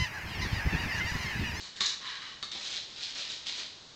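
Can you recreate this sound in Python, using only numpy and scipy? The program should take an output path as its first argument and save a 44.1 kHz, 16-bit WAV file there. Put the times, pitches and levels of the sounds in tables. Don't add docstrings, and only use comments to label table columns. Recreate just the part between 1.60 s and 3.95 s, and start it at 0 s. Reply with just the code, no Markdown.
import sys
import numpy as np
from scipy import signal
from scipy.fft import rfft, irfft
from scipy.io import wavfile
from scipy.ndimage import uniform_filter1d

SR = 44100
rng = np.random.default_rng(int(sys.argv[2]) if len(sys.argv) > 2 else 0)


def transcribe(signal):
    frames = np.atleast_2d(signal).T
    limited = np.clip(frames, -1, 1)
    pcm = np.round(limited * 32767).astype(np.int16)
    wavfile.write(sys.argv[1], SR, pcm)


def ratio_of_db(decibels):
    return 10 ** (np.asarray(decibels, float) / 20)


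N = 103635


def evened(x):
    return x / np.sqrt(np.mean(x ** 2) + 1e-20)


def read(points, hz):
    f, value = np.transpose(points)
    return np.interp(np.log(hz + 1), np.log(f + 1), value)


def control(rows, order=1, off=-120):
    rows = np.array(rows)
    return np.interp(np.arange(N) / SR, rows[:, 0], rows[:, order], left=off, right=off)


def add(mix, start_s, sound):
    part = mix[round(start_s * SR):][:len(sound)]
    part += sound[:len(part)]


def colour(x, points):
    hz = abs(np.fft.fftfreq(4096, 1 / SR))
    log_gain = np.log(ratio_of_db(np.maximum(read(points, hz), -100)))
    taps = np.fft.ifft(np.exp(signal.hilbert(log_gain).conj())).real[:2048]
    return signal.oaconvolve(x, taps)[:len(x)]


def resonate(x, hz, width_hz):
    return signal.lfilter(*signal.iirpeak(hz, hz / max(width_hz, 5), SR), x)


def resonate_twice(x, hz, width_hz):
    return evened(resonate(resonate(x, hz, width_hz), hz, width_hz))


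def sparks(per_s, spread_db, clump_db):
    chance = rng.random(N)
    size = np.minimum(rng.exponential(1, N), 4.0)
    noise = rng.standard_normal(N)
    clump = evened(uniform_filter1d(uniform_filter1d(noise, size=300), size=300))
    level = ratio_of_db(spread_db * size + clump_db * clump)
    return evened((chance < per_s / SR) * np.sign(noise) * level)


# hz, level_db
AIR = [(15, -10), (30, -9.5), (140, -5.5), (280, -9.5), (1300, -15), (2500, -17), (3800, -9.5), (9000, -14)]


def air():
    gain = ratio_of_db(read(AIR, np.fft.rfftfreq(N, 1 / SR)))
    return ratio_of_db(-50) * evened(irfft(rfft(rng.standard_normal(N)) * gain, N))


# pitch_hz, width_hz, level_db
TUB = [(1124, 97, -3.5), (1274, 180, -1.5), (1670, 420, 6), (1940, 250, -2.5), (2380, 180, -10),
       (2970, 190, 3.5), (3880, 130, -0.5)]


def walls(x):
    rung = sum(ratio_of_db(db) * evened(resonate(x, hz, width_hz)) for hz, width_hz, db in TUB)
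    above_lowest_mode = signal.butter(6, 953, "high", fs=SR, output="sos")
    return evened(signal.sosfilt(above_lowest_mode, rung))


def grain(hz, cycles):
    t = np.arange(400) / SR
    ring = np.sin(2 * np.pi * hz * t) * np.exp(-t * hz / cycles)
    return ring / np.linalg.norm(ring)


# hz, level_db
FILM = [(100, -29), (300, -17.5), (950, -22), (2000, -11), (3500, -3), (5000, -3.5), (7000, -11.5),
        (12000, -13)]
# hz, level_db
TAUT = [(300, -11), (1000, -19.5), (2700, -16.5), (3700, -8.5), (4300, 1.5), (5500, -6), (8000, -3)]
# start_s, level_db, tub_share_db, sheen_db
PEEL = [
    (0, -42.5, -12.5, -17),
    (.06, -44.5, -5.5, -15),
    (.14, -60, -7.5, -23),
    (.165, -41.5, -8.5, -21.5),
    (.201, -46.5, -5.5, -7.5),
    (.206, -30.5, -6, -2.5),
    (.255, -37.5, -4.5, -5.5),
    (.262, -35.5, -11, 12),
    (.34, -50.5, 3, -15.5),
]
# start_s, level_db, dull_share, sheen_db
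BUNCH = [
    (.912, -60, .2, -12),
    (.917, -34.5, 0.077, -11),
    (.945, -42, .2, -10),
    (.96, -40, 0.23, -11),
    (1.03, -38, .2, -7.5),
    (1.09, -38.5, 0.24, -4),
    (1.17, -36, 0.35, -17),
    (1.21, -47.5, .2, -12.5),
    (1.3, -50, .1, -15),
         (1.355, -48.5, .1, -15),
    (1.38, -40.5, .2, -16),
    (1.435, -36.5, .1, -13),
    (1.46, -42, .1, -12),
    (1.51, -41, .1, -10.5),
    (1.545, -47, .2, -11.5),
         (1.56, -37, .4, -11.5),
    (1.605, -36, .2, -11),
    (1.63, -39.5, .2, -13),
    (1.685, -40.5, .2, -13),
    (1.705, -37.5, .2, -3.5),
    (1.74, -43, .2, -6),
    (1.8, -48, .1, -11),
    (1.849, -51.5, .1, -10.5),
         (1.864, -36, 0.17, -13),
    (1.885, -35.5, 0.15, -10),
    (1.95, -41, 0.18, -13),
    (1.98, -37, 0.55, -8),
    (2.025, -40, 0.59, -11),
    (2.06, -51.5, .2, -14),
    (2.14, -54.5, .1, -11),
    (2.22, -63, .1, -10.5),
]
SQUEEZES = BUNCH


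def film():
    creases_per_s, spread_db, clump_db = 4500, 2.7, 1.5
    pitches = np.geomspace(500, 9000, num=12)
    creases = np.zeros(N)
    for hz in pitches:
        clicks = sparks(creases_per_s / len(pitches), spread_db, clump_db)
        creases += signal.oaconvolve(clicks, grain(hz, 1.0))[:N] * (hz / 4000) ** 0.54
    bright = evened(colour(creases, FILM))
    dull = signal.sosfilt(signal.butter(2, 1800, fs=SR, output="sos"), bright)
    sheen = resonate_twice(creases, 6500, 5650)

    peel = evened(colour(creases, TAUT))
    peel += ratio_of_db(control(PEEL, order=2)) * walls(creases)
    peel += ratio_of_db(control(PEEL, order=3)) * sheen
    bunch = bright + 1.7 * control(SQUEEZES, order=2, off=0) * dull
    bunch += ratio_of_db(control(SQUEEZES, order=3)) * sheen
    return peel * ratio_of_db(control(PEEL)) + bunch * ratio_of_db(control(SQUEEZES))


# start_s, peak_db, pitch_hz
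SNAPS = [(0.0498, -32, 4170), (0.1635, -32, 3660), (0.2069, -15, 3680), (0.2164, -19, 4070),
         (0.2194, -19, 3670), (0.2374, -19, 3690), (0.2484, -17, 3700), (0.2573, -17, 4020),
         (0.2614, -19, 5870), (0.2684, -20, 4060), (0.2884, -20, 3920), (0.4694, -27, 3840),
         (0.4754, -27, 3730), (0.8279, -24, 4430), (0.833, -21, 3790), (0.9168, -25, 3580),
         (0.9244, -28, 3660), (0.9497, -29, 3650), (1.1664, -26, 3950), (1.6994, -24, 3770)]


def snaps():
    out, t = np.zeros(N), np.arange(300) / SR
    for (start_s, db, hz), noise in zip(SNAPS, rng.standard_normal((len(SNAPS), 300))):
        burst = colour(noise * np.exp(-t / 0.00053), FILM)
        ring = np.sin(2 * np.pi * hz * t) * t / .0008 * np.exp(1 - t / 0.00074)
        snap = ring + .9 * burst / abs(burst).max()
        add(out, start_s, ratio_of_db(db - 4.5) * snap / abs(microphone(snap)).max())
    return out


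# start_s, peak_db
TICKS = [(0.1714, -32), (0.5014, -27), (0.5554, -29), (0.6294, -32), (1.1423, -22), (1.3029, -33),
         (1.3623, -32), (1.5564, -27), (1.6244, -26), (1.8687, -22), (1.8874, -29), (1.8924, -25),
         (1.8964, -23), (1.9244, -25), (1.9504, -27), (1.9884, -28), (2.0044, -25), (2.0194, -28),
         (2.0334, -29)]


def ticks():
    train = np.zeros(N)
    for start_s, db in TICKS:
        add(train, start_s, ratio_of_db(db + .5) * np.ones(1))
    one_click = microphone(colour(signal.unit_impulse(400), FILM))
    return colour(train, FILM) / abs(one_click).max()


# pitch_hz, width_hz, level_db
RING = [(1169, 42, -4.5), (1305, 41, -7), (1722, 215, 2.5), (2110, 100, -3), (530, 82, -12)]
# start_s, peak_db, ring_db, thud_db
KNOCKS = [
    (0.207, -25, -5, -18),
    (0.8269, -20, -14.5, -33),
    (0.9496, -33.5, -20.5, -8),
    (1.5571, -37, -11, -12),
    (2.004, -41, -18, -6.5),
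]


def knocks():
    out, t = np.zeros(N), np.arange(4000) / SR
    ring = np.zeros(len(t))
    for hz, width_hz, db in RING:
        ring += ratio_of_db(db) * np.sin(2 * np.pi * hz * t) * np.exp(-np.pi * width_hz * t)
    ring *= np.minimum(t / 0.002, 1)
    for (start_s, db, ring_db, thud_db), noise in zip(KNOCKS, rng.standard_normal((len(KNOCKS), 4000))):
        settling = np.exp(-t / 0.0013) + .45 * np.exp(-t / .025)
        tick = colour(noise * np.exp(-t / 0.0028), FILM) + colour(noise * settling, TAUT)
        thud = resonate(noise * np.exp(-t / 0.021), 230, 400)
        knock = tick / abs(tick).max()
        knock += ratio_of_db(ring_db) * ring / abs(ring).max()
        knock += ratio_of_db(thud_db) * thud / abs(thud).max()
        add(out, start_s, ratio_of_db(db) * knock)
    return out


# start_s, level_db, hollow_db
SLIDE = [
    (.4, -50, -21),
    (.435, -39.5, -17.5),
    (.445, -41, -7.5),
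    (.475, -38.5, -24),
    (.53, -40, -28),
    (.6, -46.5, -31),
    (.675, -41, -32.5),
    (.75, -55.5, -21),
    (.8, -63, -9),
]


def slide():
    grit = sparks(4000, 2.5, 1.5)
    hollow = resonate_twice(grit, 1042, 110)
    scrape = evened(walls(grit) + ratio_of_db(-4) * evened(colour(grit, FILM)))
    return ratio_of_db(control(SLIDE)) * (scrape + ratio_of_db(control(SLIDE, order=2)) * hollow)


# hz, t60_s
KITCHEN = [(200, 0.14), (1000, 0.47), (4000, 0.44), (8000, 0.34)]


def kitchen(x):
    out, turn = 0, 2 * np.pi * 6.0 * np.arange(N) / SR
    for share in (np.cos(turn), np.sin(turn)):
        taps = np.zeros(SR)
        at = np.arange(120, SR - 20, 20)
        taps[at + rng.integers(0, 20, len(at))] = rng.choice([-1., 1.], len(at))
        hz, t, bands = signal.stft(taps, SR, nperseg=256)
        t60_s = np.maximum(read(KITCHEN, hz), .05)[:, None]
        tail = signal.istft(bands * ratio_of_db(-60 * t / t60_s), SR, nperseg=256)[1]
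        out = out + signal.fftconvolve(x * share, tail / np.linalg.norm(tail))[:N]
    return out


# hz, level_db
MIC = [(20, -1.5), (3200, 2), (3900, 5), (4700, 0), (7000, -5), (8100, -13.5), (9000, -35.5), (9450, -82.5)]


def microphone(x):
    return colour(x, MIC)


def scene():
    near = ratio_of_db(-4.5) * (film() + slide()) + snaps() + ticks() + knocks()
    return (near + ratio_of_db(-0.5) * kitchen(near) + air())[None]


def top_cut(x):
    return signal.sosfilt(signal.butter(12, 9080, fs=SR, output="sos"), x)


def record(dry):
    mix = microphone(dry[0])[None]
    return top_cut(mix)


dry = scene()
out = record(dry)
transcribe(out)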